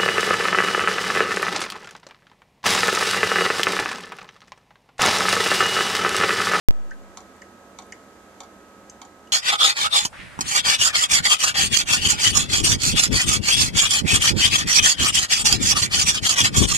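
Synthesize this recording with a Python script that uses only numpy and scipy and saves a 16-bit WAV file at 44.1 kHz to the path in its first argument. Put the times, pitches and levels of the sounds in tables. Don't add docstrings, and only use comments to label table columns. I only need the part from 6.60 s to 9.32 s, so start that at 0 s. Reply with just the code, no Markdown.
import sys
import numpy as np
from scipy import signal
from scipy.fft import rfft, irfft
from scipy.io import wavfile
from scipy.ndimage import uniform_filter1d

SR = 44100
rng = np.random.default_rng(int(sys.argv[2]) if len(sys.argv) > 2 else 0)


def magnitude_from_level(level_db):
    exponent = np.asarray(level_db, float) / 20
    return 10 ** exponent


def file_out(sig):
    cols = np.atleast_2d(sig).T
    lim = np.clip(cols, -1, 1)
    pcm = np.round(lim * 32767).astype(np.int16)
    wavfile.write(sys.argv[1], SR, pcm)


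N = 119952
PORTS = np.array([[1], [-1]])
HALF = PORTS / 2
WAKE_S, OPEN_S = 0.086232, 0.108832


def walk(rate_hz):
    k = int(SR / rate_hz)
    steps = np.repeat(rng.standard_normal(N // k + 1), k)
    return 1.14 * uniform_filter1d(uniform_filter1d(steps, k), k)[:N]


def place(times, rows):
    out = np.zeros(N + rows.shape[1])
    for s, row in zip(times, rows):
        start = int(s * SR)
        out[start:start + len(row)] += row
    return out[:N]


def high(x, hz):
    return signal.sosfilt(signal.butter(2, hz, "high", fs=SR, output="sos"), x)


def taps(db, length_s, push=1):
    u = np.arange(882) / SR
    swell = 1 - np.exp(-u / 0.0001)
    spray = 0.61 * rng.standard_normal((len(db), 882)) * np.exp(-u / length_s) * swell
    return magnitude_from_level(np.array(db))[:, None] * (spray / np.sqrt(length_s * SR) + push * (u == 0))


def bubbles(hz, db):
    cycles, glide = 7.5, 0.2
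    hz, db = hz[:, None], db[:, None]
    age = np.arange(882) / SR * hz / cycles
    turns = cycles * age * (1 + glide * (age - 1) / 2)
    return magnitude_from_level(db) * np.sin(2 * np.pi * turns) * age * np.exp(-2 * age)


def ring(x, modes, pan_db, neighbour_db):
    u = np.arange(SR // 4) / SR
    body = 0
    for k, (hz, db, t60, lead) in enumerate(modes):
        fade = (-1) ** k * magnitude_from_level(db - 60 * u / t60) * (1 - np.exp(-u / 0.00073))
        body = body + fade * np.sin(2 * np.pi * hz * u + lead * HALF)
        for side, (shift, turn) in zip((-0.66, 1.08, -2.19, 1.99), rng.uniform(0.49, 1, (4, 2))):
            near_hz = hz * (1 + 0.039 * side * shift)
            phase = 2 * np.pi * (near_hz * u + (1 - turn) / 2) - lead * side * HALF
            body = body + magnitude_from_level(neighbour_db * abs(side)) * fade * np.sin(phase)
    return signal.fftconvolve(x[None], body * magnitude_from_level(pan_db * HALF), axes=1)[:, :N]


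HISS_TOP_HZ = 14250
# frequency in Hz, density in dB per Hz.
TONE_MID = [(25, -22), (70, -3.5), (150, -11.5), (200, -1), (700, -5), (1500, -11.5), (2600, -21.5),
            (14000, -35)]
# frequency in Hz, density in dB per Hz.
TONE_SIDE = [(25, -14), (70, -29), (150, -19), (200, -24), (700, -18), (1500, -15.5), (2600, -22.5),
             (14000, -34)]
# frequency in Hz, width in Hz, gain in dB.
TONE_PEAKS = [(60, 25, -4.5), (309, 58, 3.5), (425, 10, 3), (548.6, 4.7, 11.5), (1087, 16, -2.5),
              (2120, 90, -1), (6430, 170, 6), (7310, 2100, 5)]


def room_tone():
    f = np.maximum(np.fft.rfftfreq(N, 1 / SR), 1)
    peaks_db = sum(db / (1 + (2 * (f - hz) / width) ** 2) for hz, width, db in TONE_PEAKS)
    tone = []
    for curve in (TONE_MID, TONE_SIDE):
        hz, db = np.array(curve).T
        colour = magnitude_from_level(np.interp(np.log(f), np.log(hz), db) + peaks_db) * (f < HISS_TOP_HZ)
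        tone.append(irfft(rfft(rng.standard_normal(N)) * colour, N))
    level_db = -49.5 + 0.39 * walk(5.8)
    mid, side = np.array(tone) * magnitude_from_level(level_db) / np.std(tone[0])
    tilt = signal.lfilter([0.2], [1, -0.8], mid) * (magnitude_from_level(-4 / 2) - 1)
    return mid + PORTS * (side + tilt)


# frequency in Hz, level in dB rms, left lead in radians, left over right in dB.
WHINE = [(30, -91.5, 0., -3), (58.5, -72.5, 0.75, -5), (82.4, -73.5, 0.34, -4), (560, -64, 0.0083, 2),
         (197.9, -61.5, 0.22, -2), (1310, -87, 2.7, -4), (1278.6, -58.5, 0.34, -7), (1580, -78, 1.8, -10),
         (1628, -67.5, 1.1, -6), (1937, -72.5, 1.9, 8)]


def fridge():
    out = np.zeros((2, N))
    for hz, db, lead, pan_db in WHINE:
        phase = 2 * np.pi * np.cumsum(hz * (1 + 0.00053 * walk(1.89))) / SR
        level = np.sqrt(2) * magnitude_from_level(db + pan_db * HALF + walk(5.9))
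        out += level * np.sin(phase + lead * HALF)
    return out


def kitchen(x):
    t60_s, tail_db = 0.19, -9.5
    u = np.arange(int(0.4 * SR)) / SR
    tail = rng.standard_normal((2, len(u))) * np.exp(-np.log(1000) * u / t60_s) * (u > 0.004)
    tail *= magnitude_from_level(tail_db) / np.sqrt(np.sum(tail ** 2, axis=1, keepdims=True))
    return x + signal.fftconvolve(x.mean(axis=0, keepdims=True), tail, axes=1)[:, :N]


# start in seconds, frequency in Hz, level in dB.
SPECKS = [
    (.42, 6560, -48),
    (.668, 3970, -50),
    (.765, 7600, -45.5),
    (1.267, 9500, -44),
]


def specks():
    s, hz, db = np.array(SPECKS).T
    return magnitude_from_level(9.5) * place(s, bubbles(hz, db)) * np.array([[1], [0.7]])


# start in seconds, tick level in dB, bubble frequency in Hz, bubble level in dB.
PLINKS = [
    (0.3092, -39, 1605, -29.5),
    (0.8184, -36, 1934, -31.5),
    (1.3224, -28, 2046, -24),
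    (2.2975, -36.5, 6350, -15.5),
    (2.6723, -45.5, 2920, -40.5),
]
# frequency in Hz, level in
# dB, 60 dB fade in seconds, left lead in radians.
DRAIN = [(1549, -2, 0.1, 0.55), (1630, -16, 0.22, -0.43), (1710, -11.5, 0.066, -0.99),
         (1800, 4.5, 0.028, -1.1), (1960, -6.5, 0.038, .3), (2102, -4.5, 0.047, -0.12),
         (2950, -3, 0.05, 0.17), (4910, 3, 0.0097, -0.42), (5670, -10.5, 0.037, -1.5),
         (6000, -26, .06, 0.77), (6320, -2.5, 0.029, 0.069), (7220, -5, 0.038, 0.19), (7400, -10, .04, 3.4),
         (8850, -8.5, .012, -0.78)]


def plinks():
    s, tick_db, hz, bubble_db = np.array(PLINKS).T
    tick = high(high(place(s, taps(tick_db, 0.0016)), 4540), 2200)
    air = place(s, bubbles(hz, bubble_db))
    drain = ring(magnitude_from_level(-5.5) * tick + magnitude_from_level(-26) * air, DRAIN, pan_db=0.5, neighbour_db=-8)
    return drain + magnitude_from_level(-1.5) * air


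# start in seconds, level in dB.
SLAPS = [
    (0.572, -28.5),
    (1.187, -30),
    (1.804, -30),
    (2.416, -31.5),
]
# start in seconds, level in dB.
SATELLITES = [
    (0.604, -41),
    (1.2202, -41),
    (1.8336, -37.5),
    (2.4495, -40.5),
]
# frequency in Hz, level in dB, 60 dB fade in seconds, left lead in radians.
BASIN = [(746.3, -8, 0.21, 0.025), (812, -10.5, 0.24, -0.24), (922, -8, 0.12, -0.16), (1088, -7, 0.14, .4),
         (1307, -8, 0.12, 0.22), (2277, -6, 0.06, 0.27), (3170, -11.5, .06, 0.38),
         (3630, -4.5, 0.043, 0.46), (4078, -7.5, 0.045, 0.13), (4610, -9, 0.069, 1.6),
         (5400, -18, 0.059, -0.3), (6010, 0.5, 0.033, 1.25), (7060, 3.5, 0.022, -1.1),
         (7380, 0, 0.022, 0.25)]


def slaps():
    s, db = np.array(list(SLAPS) + list(SATELLITES)).T
    first = len(SLAPS)
    band = signal.butter(2, (2800, 9500), "band", fs=SR, output="sos")
    splash = signal.sosfilt(band, [place(s, taps(db + 19.5, 0.0084, push=0)) for _ in range(2)])
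    drops = taps(db[:first], 0.0019)
    satellites = magnitude_from_level(5) * taps(db[first:], 0.0041, push=0.25)
    blows = high(place(s, np.r_[drops, satellites]), 605)
    return magnitude_from_level(-9.5) * ring(blows, BASIN, pan_db=-2.5, neighbour_db=-5) + splash


def scene():
    top = signal.butter(6, HISS_TOP_HZ - 1250, fs=SR, output="sos")
    drips = signal.sosfilt(top, kitchen(slaps() + plinks() + specks()))
    return drips + room_tone() + fridge()


# time after the first edge in ms, voltage with full scale at 1.
POP = [
    (0, .70),
    (.62, .725),
    (.8, .555),
    (1.6, .58),
    (2.3, .63),
    (3.2, .6),
    (10.8, .465),
    (16.8, .36),
    (22.62, .305),
]


def pop():
    t = np.arange(N) / SR
    right_s = WAKE_S - 0.000028

    def edge(s, rise_s=1 / SR):
        return np.clip((t - s) / rise_s + 0.5, 0, 1)

    ms, volt = np.array(POP).T
    sag = np.interp(t, WAKE_S + ms / 1000, volt)
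    right = np.interp(t, [WAKE_S, OPEN_S], (1.055, 1.012))
    shut = 1 - edge(OPEN_S + 0.0000008 * PORTS, 1.5 / SR)
    held = np.array([edge(WAKE_S, 0.00005), -right * edge(right_s)]) * sag * shut
    held[1, int(0.08783 * SR) + np.array([0, 2, 4])] += 0.05 * np.array([-1, 1, -1])
    near = t - right_s
    held[1] -= 0.085 * np.sin(2 * np.pi * 13800 * near) * np.exp(-abs(near) / 0.00012)
    u = np.maximum(t - OPEN_S, 0) / 0.0725
    settling = -0.091 * (1 + u) * np.exp(-u) * (1 - shut)
    return held + PORTS * settling


def low_pass(x):
    return signal.sosfilt(signal.butter(12, 16760, fs=SR, output="sos"), x)


def record(dry):
    t = np.arange(N) / SR
    bass = signal.sosfiltfilt(signal.butter(4, 115, fs=SR, output="sos"), dry)
    back_from_s, back_by_s = 0.2, 0.36
    missing = np.clip((back_by_s - t) / (back_by_s - back_from_s), 0, 1)
    x = (dry - missing * bass) * (t > OPEN_S) + pop()
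    x = signal.sosfiltfilt(signal.butter(8, 15800, fs=SR, output="sos"), x)
    return low_pass(x)


dry = scene()
out = record(dry)
file_out(out)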